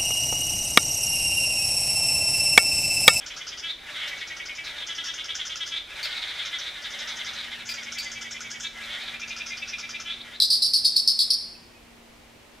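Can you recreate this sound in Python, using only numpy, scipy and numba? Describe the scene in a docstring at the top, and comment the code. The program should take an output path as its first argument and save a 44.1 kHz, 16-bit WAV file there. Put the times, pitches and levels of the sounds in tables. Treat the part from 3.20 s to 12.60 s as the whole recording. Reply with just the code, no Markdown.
"""Dense forest, a stereo microphone near a branch where male blue manakins dance in a row. From the start,
over quiet forest air, nasal rasps alternate with thin squeaks in quick bouts; around and between the bouts
several birds snarl and mew over whirring wings. A faint hum comes in after three seconds. Just past seven
the lead male, in flight, ends the dance with nine sharp, loud keks, and then a far bird whistles.
Each voice is a pulse train or a tone from the syrinx, coloured by the throat; trunks echo every note."""
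import sys
import numpy as np
from scipy import signal
from scipy.fft import rfft, irfft, next_fast_len
from scipy.io import wavfile
from numba import njit

SR = 44100
rng = np.random.default_rng(int(sys.argv[2]) if len(sys.argv) > 2 else 0)


def digitize_waveform(pressure):
    """Quantize a signal to 16-bit integers and store it at the path in sys.argv[1].

    Rows of a 2-D input are taken as channels; values are limited to [-1, 1].
    """
    field = np.atleast_2d(pressure).T
    bounded = np.clip(field, -1, 1)
    quanta = np.round(bounded * 32767).astype(np.int16)
    wavfile.write(sys.argv[1], SR, quanta)


N = 414540
TIME = np.arange(N) / SR


def undb(db):
    """Decibels to gain."""
    return 10 ** (np.asarray(db) / 20)


def unit(x):
    """Scale to rms 1."""
    return x / np.sqrt(np.mean(x ** 2) + 1e-18)


def shaped(x, spectrum):
    """A sound filtered by a curve of (Hz, dB) points, rms 1."""
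    size = next_fast_len(len(x))
    hz, db = np.transpose(spectrum)
    bin_hz = np.fft.rfftfreq(size, 1 / SR)
    gain = undb(np.interp(np.log(bin_hz + 1), np.log(hz), db))
    return unit(irfft(rfft(x, size) * gain, size)[:len(x)])


def coloured(spectrum, size=N):
    """Noise with the given spectrum, rms 1."""
    return shaped(rng.standard_normal(size), spectrum)


def wander(t, rate):
    """Random levels, rate a second, joined by straight lines; spread near 1."""
    knots = np.random.default_rng(rng.integers(2 ** 31)).standard_normal(int(t[-1] * rate) + 2)
    return np.sqrt(3 / 2) * np.interp(t * rate, np.arange(len(knots)), knots)


def note(length, attack, release):
    """Time axis and flat-topped envelope of one note; the release follows its length."""
    t = np.arange(int((length + release) * SR)) / SR
    return t, np.clip(t / attack, 0, 1) * np.clip((length + release - t) / release, 0, 1)


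def swell(length):
    """Time axis and rounded envelope of one note."""
    t = np.arange(int(length * SR)) / SR
    return t, np.sin(np.pi * t / length)


def add(track, start, sound):
    """Mix a sound into the track, start in seconds."""
    i = max(int(start * SR), 0)
    track[..., i:i + sound.shape[-1]] += sound[..., :N - i]


@njit
def svf(x, hz, width):
    """State-variable band-pass with a moving centre."""
    y, band_state, low_state = np.empty(len(x)), 0., 0.
    for i in range(len(x)):
        g, damping = np.tan(np.pi * hz[i] / SR), width / hz[i]
        band = (band_state + g * (x[i] - low_state)) / (1 + g * (g + damping))
        band_state = 2 * band - band_state
        low_state += 2 * g * band
        y[i] = damping * band
    return y


def bandpass(x, hz, width):
    """Band-pass around a steady or moving centre, width in Hz."""
    return svf(x, hz * np.ones(len(x)), float(width))


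def resonance(x, hz, width):
    """A steep resonance: the band-pass applied twice, rms 1."""
    return unit(bandpass(bandpass(x, hz, width), hz, width))


# The air deep among the trees. Each row: frequency in Hz, relative level in dB.
FOREST_SPECTRUM = [(20, -16), (40, -4.5), (100, -11.5), (200, -14.5), (300, -12), (700, -15.5),
                   (1500, -20.5), (2300, -17.5), (6000, -28), (10000, -33), (15500, -39.5)]


def forest_air(level_db=-53, side_db=-2.9, apart_hz=165):
    """Quiet distant rustle all around the microphone; the bass is the same left and right."""
    highpass = signal.butter(3, apart_hz, "high", fs=SR, output="sos")
    side = undb(side_db) * signal.sosfilt(highpass, coloured(FOREST_SPECTRUM))
    return undb(level_db) * (coloured(FOREST_SPECTRUM) + side * np.array([[1], [-1]]))


# The hum's rise and fall in the background. Each row: time in seconds, level in dB.
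HUM_LEVELS = [(2.6, -103), (3.7, -61), (4.6, -57), (6.2, -57), (9.4, -61.5)]


def hum(pitch_hz=116.3):
    """A faint, slightly wavering hum, strongest an octave over its fundamental."""
    db = np.interp(TIME, *np.transpose(HUM_LEVELS))
    phase = 2 * np.pi * np.cumsum(pitch_hz * (1 + 0.00482 * wander(TIME, 7.2))) / SR
    tone = sum(undb(level_db) * np.sin(k * phase) for k, level_db in [(1, -9), (2, 0), (3, -17), (6, -14)])
    return undb(db + wander(TIME, 11)) * unit(tone)


def trees(x, early_db, tail_db, early_side=0.54, tail_side=0.19, treble_side=0,
          t60=0.61, early_s=.042, trunks=16, leaf_hz=4850, leaf_width=800, leaf_db=-8):
    """Direct sound, echoes from near trunks, then a dull diffuse tail with one treble band lifted."""
    t = np.arange(SR) / SR
    early = np.zeros((2, SR))
    delay = rng.uniform(0.03, 1, trunks)  # as a share of early_s
    for row in early:
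        np.add.at(row, (delay * early_s * SR).astype(int), rng.choice([-1, 1], trunks) * np.exp(-delay))
    early = undb(early_db) * early / np.linalg.norm(early[0])
    tail = rng.standard_normal((2, SR)) * undb(-60 * t / t60) * np.clip(t / 0.0018, 0, 1)
    tail = signal.sosfilt(signal.butter(1, 6500, fs=SR, output="sos"), tail)
    tail += undb(leaf_db) * np.array([bandpass(row, leaf_hz, leaf_width) for row in tail])
    tail = undb(tail_db) * tail / np.linalg.norm(tail[0])
    mid = (t == 0) + early[0] + tail[0]
    side = early_side * early[1] + tail_side * tail[1]
    # short waves differ most between the two microphone capsules
    side += treble_side * signal.sosfiltfilt(signal.butter(2, 7500, "high", fs=SR, output="sos"), side)
    left_right = [signal.fftconvolve(x, mid + sign * side)[:len(x)] for sign in (1, -1)]
    return np.array(left_right) / np.linalg.norm(mid)


def whistle(hz, spectrum, hoarse_db, harmonics=6):
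    """A tone and the hoarse turbulence it stirs, both coloured by the throat."""
    phase = 2 * np.pi * np.cumsum(hz) / SR
    tone = shaped(sum(np.sin(k * phase) for k in range(1, harmonics + 1)), spectrum)
    turbulence = unit(np.gradient(coloured(spectrum, size=len(hz))))
    return unit(tone + undb(hoarse_db) * turbulence)


def glides(table, spectrum, jitter, hoarse_db):
    """Short whistled notes that fade as they glide."""
    out = np.zeros(N)
    for start, length, db, start_hz, end_hz in table:
        t, envelope = note(length, attack=0.0016, release=0.0035)
        envelope = unit(envelope * undb(-6 * t / length))
        hz = np.interp(t, [0, length], [start_hz, end_hz]) * (1 + jitter * wander(t, 787))
        add(out, start, undb(db) * envelope * whistle(hz, spectrum, hoarse_db))
    return out


# A bird far off in the forest.
# Each row: start and length in seconds, level in dB, first and last pitch in Hz.
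FAR_WHISTLES = [(8.35, 0.012, -54, 2610, 2570), (8.395, 0.056, -75.5, 2560, 2480),
                (8.55, 0.04, -61, 2520, 2500)]


def far_bird():
    """Three faint, almost pure whistles, each falling a little."""
    return glides(FAR_WHISTLES, [(2600, 0), (5000, -30)], jitter=.005, hoarse_db=-40)


# Air in the dancers' feathers. Each row: frequency in Hz, relative level in dB.
WING_SPECTRUM = [(400, -15), (620, -0.5), (1000, -3), (2000, -6), (5000, -8), (8000, -16), (10000, -17),
                 (15000, -26)]


def wings(effort_db, beat_hz=26, depth_db=3, gain_db=-14, excitement=0.78):
    """Air rushes through the feathers on each beat; the birds flutter hardest while they snarl."""
    beat = np.sin(2 * np.pi * np.cumsum(beat_hz * (1 + 0.1475 * wander(TIME, 6))) / SR)
    db = effort_db.max() + excitement * (effort_db - effort_db.max())
    return undb(db + gain_db + depth_db * beat) * coloured(WING_SPECTRUM)


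def syrinx(hz):
    """One sharp pulse a cycle, shared between two samples."""
    phase = np.cumsum(hz / SR)
    i = np.flatnonzero(np.diff(np.floor(phase)))
    late = (phase[i + 1] % 1) * SR / hz[i + 1]
    pulses = np.zeros(len(hz))
    pulses[i], pulses[i + 1] = late, 1 - late
    return pulses


def buzz(t, pitch_hz, sag, jitter, scatter=0.0231, roughening_per_s=0.273, shimmer_db=4.5):
    """The pulses of one note: they sag in pitch and grow rougher."""
    roughness = (jitter + roughening_per_s * t) * wander(t, 198.3)
    hz = pitch_hz * (1 + scatter * rng.standard_normal() - sag * (t / t[-1]) ** 2 + roughness)
    return syrinx(hz) * undb(shimmer_db * np.tanh(wander(t, 304)))


def throat(pulses, middle_hz, upper_hz, upper_db, middle_width, low_db, upper_width=600, edge_db=-24):
    """Three resonances and a thin bright edge; the upper one takes over as the beak opens (upper_db)."""
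    low = undb(low_db) * resonance(pulses, hz=1540, width=600)
    lower_pair = unit(low - resonance(pulses, middle_hz, middle_width))
    upper = undb(upper_db) * resonance(pulses, upper_hz, upper_width)
    edge = undb(edge_db) * resonance(pulses, hz=4540, width=3800)
    return (lower_pair + upper) / np.sqrt(1 + undb(upper_db) ** 2) + edge


# The row of birds snarling together on the branch.
# Each row: start, swell time and length in seconds, relative peak level in dB.
GROUP_SNARLS = [(0, 0.0033, 0.51, -42.5), (0.633, 0.1, 0.33, -35), (0.924, 0.038, 0.51, -40),
                (1.428, 0.04, 0.18, -36.5), (1.617, 0.091, 1, -42), (2.7, 0.11, 1, -33.5),
                (3.585, 0.19, 0.83, -34.5), (4.458, 0.075, 1, -39.5), (5.558, 0.031, 0.39, -35.5),
                (6.024, 0.081, 1, -41.5), (7.024, 0.056, 0.12, -42.5)]


def snarl_effort(swell_db=8, sag_db_per_s=6.5, release_db_per_s=227, beak_opens_s=0.091):
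    """Level (dB) and beak opening (0-1) of the loudest snarl: it swells, sags slowly and is let go."""
    db, opening = np.full(N, -100.), np.zeros(N)
    for start, swell_s, length, peak_db in GROUP_SNARLS:
        t = TIME - start
        outside_s = np.maximum(-t, 0) + np.maximum(t - length, 0)
        level = peak_db - swell_db * np.clip(1 - t / swell_s, 0, 1) ** 2
        level -= sag_db_per_s * np.maximum(t - swell_s, 0) + release_db_per_s * outside_s
        opening = np.where(level > db, np.clip(t / beak_opens_s, 0, 1), opening)
        db = np.maximum(db, level)
    return db, opening


def snarl(effort_db, opening, pitch_hz=310, jitter=.04, throb_hz=10.5, throb_db=6, stagger=0.22,
          fall=0.2, middle_hz=2170, closed_hz=3150, open_hz=3520, closed_db=-7, gain_db=-3):
    """Three rough voices throb in turn; opening beaks raise and strengthen the upper resonance."""
    upper_hz = closed_hz + (open_hz - closed_hz) * opening
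    upper_db = closed_db * (1 - opening)
    throbs = np.cumsum(throb_hz * (1 + 0.207 * wander(TIME, 4))) / SR
    voices = np.zeros(N)
    for bird in range(3):
        phase = (throbs + bird * stagger) % 1
        hz = pitch_hz * np.exp(.1 * wander(TIME, 9) + jitter * wander(TIME, 300))
        pulses = syrinx(hz) * undb(-throb_db * np.cos(2 * np.pi * phase) + 3 * np.tanh(wander(TIME, 300)))
        # each throat keeps changing shape, and its colour falls through every throb
        stretch = 1 + 0.083 * wander(TIME, 25) - fall * (phase - .5)
        voices += throat(pulses, middle_hz * stretch, upper_hz * stretch, upper_db,
                         middle_width=330, low_db=-4, edge_db=-11.5)
    return undb(effort_db + gain_db) * unit(voices)


# Chips from the branch. Each row: start and length in seconds, level in dB, first and last pitch in Hz.
CHIP_NOTES = [(0.876, 0.023, -37, 1880, 1960), (1.447, 0.017, -47, 2190, 2040),
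              (2.828, 0.032, -32, 2176, 2540), (4.489, 0.038, -32, 2424, 2450),
              (4.783, 0.026, -30, 2260, 2384)]
# The throat in a chip. Each row: frequency in Hz, gain in dB.
CHIP_SPECTRUM = [(700, -36), (2400, -5), (3400, -1), (4700, 2.5), (6000, -10), (9600, -22), (15000, -23)]


def chips():
    """Single thin, hoarse chips thrown in over the chorus."""
    return glides(CHIP_NOTES, CHIP_SPECTRUM, jitter=.045, hoarse_db=-6)


# Nasal mews from the branch.
# Each row: start and length in seconds, relative level in dB, first and last upper resonance in Hz.
MEW_NOTES = [(0.729, 0.17, -35, 3650, 2830), (0.997, 0.036, -36, 3600, 3350),
             (1.433, 0.071, -38.5, 4100, 3650), (1.554, 0.058, -39, 3770, 3480),
             (2.832, 0.046, -33, 4500, 3700), (2.898, 0.051, -34, 3930, 3300),
             (2.955, 0.037, -34.5, 4100, 3800), (3.007, 0.043, -32, 3960, 3380),
             (3.068, 0.072, -35, 4000, 3340), (3.171, 0.054, -33, 3530, 3330),
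             (3.241, 0.05, -36.5, 3640, 3500), (3.384, 0.051, -37, 3680, 3680),
             (3.445, 0.057, -33.5, 3530, 3640), (3.629, 0.047, -37.5, 3620, 3500),
             (3.779, 0.043, -37.5, 3680, 3420), (3.856, 0.086, -38, 3535, 3840),
             (3.988, 0.0344, -35, 3480, 3200), (4.055, 0.07, -37.5, 3450, 3770),
             (4.133, 0.11, -37.5, 4000, 3670), (4.215, 0.039, -40.5, 3400, 3260),
             (4.305, 0.042, -36.5, 3680, 3320), (5.68, 0.091, -34.5, 3360, 3420),
             (5.794, 0.044, -37, 3880, 3600), (5.856, 0.038, -35, 3750, 3450)]


def mews(gain_db=-1, overhang_s=0.0109):
    """One bird at a time swells out of the snarl, beak wide open, its resonance mostly sliding down."""
    out = np.zeros(N)
    for start, length, db, start_hz, end_hz in MEW_NOTES:
        t, envelope = swell(length + overhang_s)
        upper_hz = np.interp(t, [0, length], [start_hz, end_hz])
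        pulses = buzz(t, pitch_hz=330.5, sag=0.0958, jitter=0.0276, scatter=.04)
        voice = throat(pulses, 0.628 * upper_hz, upper_hz, upper_db=8,
                       middle_width=400, low_db=-3, upper_width=900)
        add(out, start, undb(db + gain_db) * unit(envelope * voice))
    return out


# Slurs outside the rhythm, mostly closing a bout. Each row: start and length in seconds, relative level
# in dB, upper resonance over the lower ones in dB, middle resonance, first and last upper resonance in Hz.
SLUR_NOTES = [(0.423, 0.091, -30.5, 9.5, 2240, 2970, 3770), (2.507, 0.074, -29, 10, 2280, 3240, 3580),
              (5.43, 0.043, -32, 7.5, 2390, 3230, 3740), (6.844, 0.095, -32.5, 6.5, 2420, 3080, 3660),
              (6.999, 0.016, -39, 17, 2380, 3080, 3840), (7.115, 0.054, -42.5, 13, 2400, 3020, 4050)]


def slurs(gain_db=-1, beak_db_per_s=90):
    """Drawn-out rasps whose narrow upper resonance slides up as the beak opens."""
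    out = np.zeros(N)
    for start, length, db, upper_db, middle_hz, start_hz, end_hz in SLUR_NOTES:
        t, envelope = note(length, attack=0.026, release=0.009)
        pulses = buzz(t, pitch_hz=333.5, sag=0.0424, jitter=0.0085)
        upper_hz = np.interp(t, [0, length], [start_hz, end_hz])
        beak_db = upper_db + beak_db_per_s * (t - length / 2)
        voice = throat(pulses, middle_hz, upper_hz, beak_db, middle_width=560, low_db=-5, upper_width=620)
        add(out, start, undb(db + gain_db) * unit(envelope * voice))
    return out


# Bouts of rasp-and-squeak syllables on the branch. Each row: first squeak in seconds, syllable count,
# settled period in seconds, how much shorter the first period is in seconds.
DANCE_BOUTS = [(0.061, 4, .106, .003), (0.874, 7, .092, -.007), (1.665, 9, .105, .022), (3.251, 2, .134, 0),
               (3.617, 7, .0855, 0), (4.453, 11, .097, .012), (5.997, 9, .1074, .029)]
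# The caller of each bout. Each row: rasp length in seconds, pitch in Hz, relative level in dB, upper
# resonance over the lower ones in dB, middle and upper resonance in Hz; then the squeak's relative
# level in dB and throat tuning in Hz.
CALLER_VOICES = [(0.038, 313, -38.5, 5, 2260, 3330, -34, 5200),
                 (0.037, 321, -35.5, -8.5, 2174, 3180, -40.5, 5350),
                 (.048, 329, -32, 9.5, 2110, 3410, -34, 5380),
                 (0.056, 335, -32.5, 6, 2100, 3540, -34, 5420),
                 (0.04, 330, -40, 21, 1944, 3760, -38.5, 5400),
                 (.042, 330, -38.5, -4, 2270, 3260, -35.5, 5690),
                 (0.038, 343, -34, -8.5, 2445, 3640, -34.5, 5250)]


def syllables(settle_count=3, rasp_warmup_db=-4.5, squeak_warmup_db=-2.5):
    """Time, rasp and squeak of each syllable. A caller starts soft and often hurried, then settles."""
    for (start, count, period, hurry), voice in zip(DANCE_BOUTS, CALLER_VOICES):
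        length, pitch_hz, rasp_db, upper_db, middle_hz, upper_hz, squeak_db, tuning_hz = voice
        for k in range(count):
            fresh = max(1 - k / settle_count, 0)
            rasp = (length, pitch_hz, rasp_db + rasp_warmup_db * (k == 0), upper_db, middle_hz, upper_hz)
            squeak = (squeak_db + squeak_warmup_db * fresh, tuning_hz)
            yield start, rasp, squeak
            start += period - hurry * fresh


def rasps(lead_s=.066, climb_per_s=2.04, arch=0.49, crest=0.62, beak_db_per_s=230,
          gain_db=-0.5, scatter_db=0.74, overhang_s=0.0057):
    """A buzz before each squeak: the opening beak shifts it from the middle to the upper resonance."""
    out = np.zeros(N)
    for squeak_s, (length, pitch_hz, db, upper_db, middle_hz, upper_hz), _ in syllables():
        t, envelope = swell(length + overhang_s)
        pulses = buzz(t, pitch_hz, sag=.06, jitter=.009)
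        climbing_hz = middle_hz * (1 + climb_per_s * (t - length / 2) + 0.031 * rng.standard_normal())
        arching_hz = upper_hz * (1 - arch * (t / length - crest) ** 2)
        beak_db = upper_db + beak_db_per_s * (t - length / 2)
        voice = throat(pulses, climbing_hz, arching_hz, beak_db,
                       middle_width=396, low_db=1.2 * upper_db - 14, upper_width=630)
        level_db = db + gain_db + scatter_db * rng.standard_normal()
        add(out, squeak_s - lead_s, undb(level_db) * unit(envelope * voice))
    return out


# The throat in a squeak, when tuned to throat_hz. Each row: frequency in Hz, gain in dB.
SQUEAK_SPECTRUM = [(700, -12), (1450, 6), (2200, -12.5), (3200, 2.5), (4200, -7.5), (5200, 5), (6400, 6.5),
                   (7500, -7.5), (8600, -22), (15000, -34)]


def squeaks(start_hz=1230, end_hz=1720, rise_s=.018, length_s=0.023, jitter=0.028, throat_hz=5650,
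            gain_db=-1, scatter_db=1.17):
    """A quick hoarse upward sweep, loudest around its fourth harmonic; no two are quite alike."""
    out = np.zeros(N)
    for start, _, (db, tuning_hz) in syllables():
        t, envelope = note(length_s * np.exp(.2 * rng.standard_normal()), attack=.005, release=.022)
        hz = np.interp(t, [0, rise_s], [start_hz, end_hz])
        hz *= 1 + 0.033 * rng.standard_normal() + jitter * wander(t, 1475)
        stretch = tuning_hz / throat_hz * (1 + 0.015 * rng.standard_normal())
        spectrum = [(f * stretch, gain + 2 * rng.standard_normal()) for f, gain in SQUEAK_SPECTRUM]
        voice = whistle(hz, spectrum, hoarse_db=1)
        level_db = db + gain_db + scatter_db * rng.standard_normal() + 2 * wander(t, 402)
        add(out, start - .002, undb(level_db) * envelope * voice)
    return out


# Pitches that the trunks around the lead male reinforce. 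Each row: frequency in Hz, relative gain in dB.
RINGING_PEAKS = [(3967, 5), (4048, 1), (4377, 0), (4452, 3), (4657, -7), (4883, -21), (4969, -14),
                 (5136, -22), (5286, -8)]


def ringing(x, width_hz=28, gain_db=-3):
    """Echoes that arrive in step make a few pitches ring briefly."""
    return sum(undb(db + gain_db) * bandpass(x, hz, width_hz) for hz, db in RINGING_PEAKS)


# The lead male's closing keks, loudest at the microphone; the first two rows run into one kek.
# Each row: start and length in seconds, relative level in dB, first and last pitch of the slide in Hz.
KEK_NOTES = [(7.2005, 0.017, -20.5, 4090, 3520), (7.2196, 0.011, -15.5, 4400, 4850),
             (7.3024, 0.052, -19, 4380, 4574), (7.4196, 0.056, -19.5, 4220, 4890),
             (7.534, 0.051, -19, 4333, 4805), (7.646, 0.037, -18, 4120, 4940),
             (7.76, 0.041, -18.5, 4130, 4810), (7.875, 0.022, -16, 4265, 4780),
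             (7.989, 0.032, -18, 4297, 4670), (8.104, 0.015, -15.5, 4377, 4770)]
# His throat in a kek. Each row: frequency in Hz, gain in dB.
KEK_SPECTRUM = [(2400, -14), (3400, 0.5), (4400, 11), (5300, 11), (6700, -13), (8400, -3.5), (10500, -4),
                (11300, -8), (13000, -12), (15500, -30)]


def keks(slide_s=0.01346, warble_hz=85, warble_depth=0.085, jitter=0.0703,
         fade_db=10.5, flutter_db=3, gain_db=-1):
    """Each kek snaps down in pitch, slides to its main note and warbles harshly as it fades."""
    out = np.zeros((2, N))
    for start, length, db, start_hz, end_hz in KEK_NOTES:
        t, envelope = note(length, attack=.0015, release=.005)
        snap = 0.148 * np.exp(-t / 0.0019)
        warble = warble_depth * np.cos(2 * np.pi * warble_hz * t)
        hz = np.interp(t, [0, slide_s], [start_hz, end_hz]) * (1 + snap + warble + jitter * wander(t, 1901))
        accent = 1 + 0.49 * np.exp(-t / 0.008)
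        envelope *= accent * undb(-fade_db * t / length + flutter_db * wander(t, 600))
        voice = whistle(hz, KEK_SPECTRUM, hoarse_db=-12, harmonics=3)
        kek = np.pad(undb(db + gain_db) * unit(envelope) * voice, (0, SR))
        # he is in flight, so the trunks echo each kek differently
        echoed = trees(kek, early_db=-0.5, tail_db=-3.5, early_side=0.49, tail_side=0.25,
                       treble_side=0.94, leaf_hz=4870, leaf_width=1100, leaf_db=-21)
        add(out, start, echoed + ringing(kek))
    return out


def scene():
    """At the microphone: the dancers on their branch, the lead male in the air, the forest all round."""
    effort_db, opening = snarl_effort()
    dancers = rasps() + slurs() + squeaks() + mews() + snarl(effort_db, opening) + chips()
    birds = trees(dancers + far_bird(), early_db=-6.5, tail_db=-9.5)
    flutter = trees(wings(effort_db), early_db=-1.5, tail_db=-9.5,
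                    early_side=0.57, tail_side=1.0, treble_side=-1.8)
    return birds + keks() + flutter + forest_air() + hum()


def record(dry, top_hz=15500):
    """The camera behind the microphone cuts the top treble steeply."""
    return signal.sosfilt(signal.ellip(8, .2, 70, top_hz, fs=SR, output="sos"), dry)


dry = scene()
out = record(dry)
digitize_waveform(out)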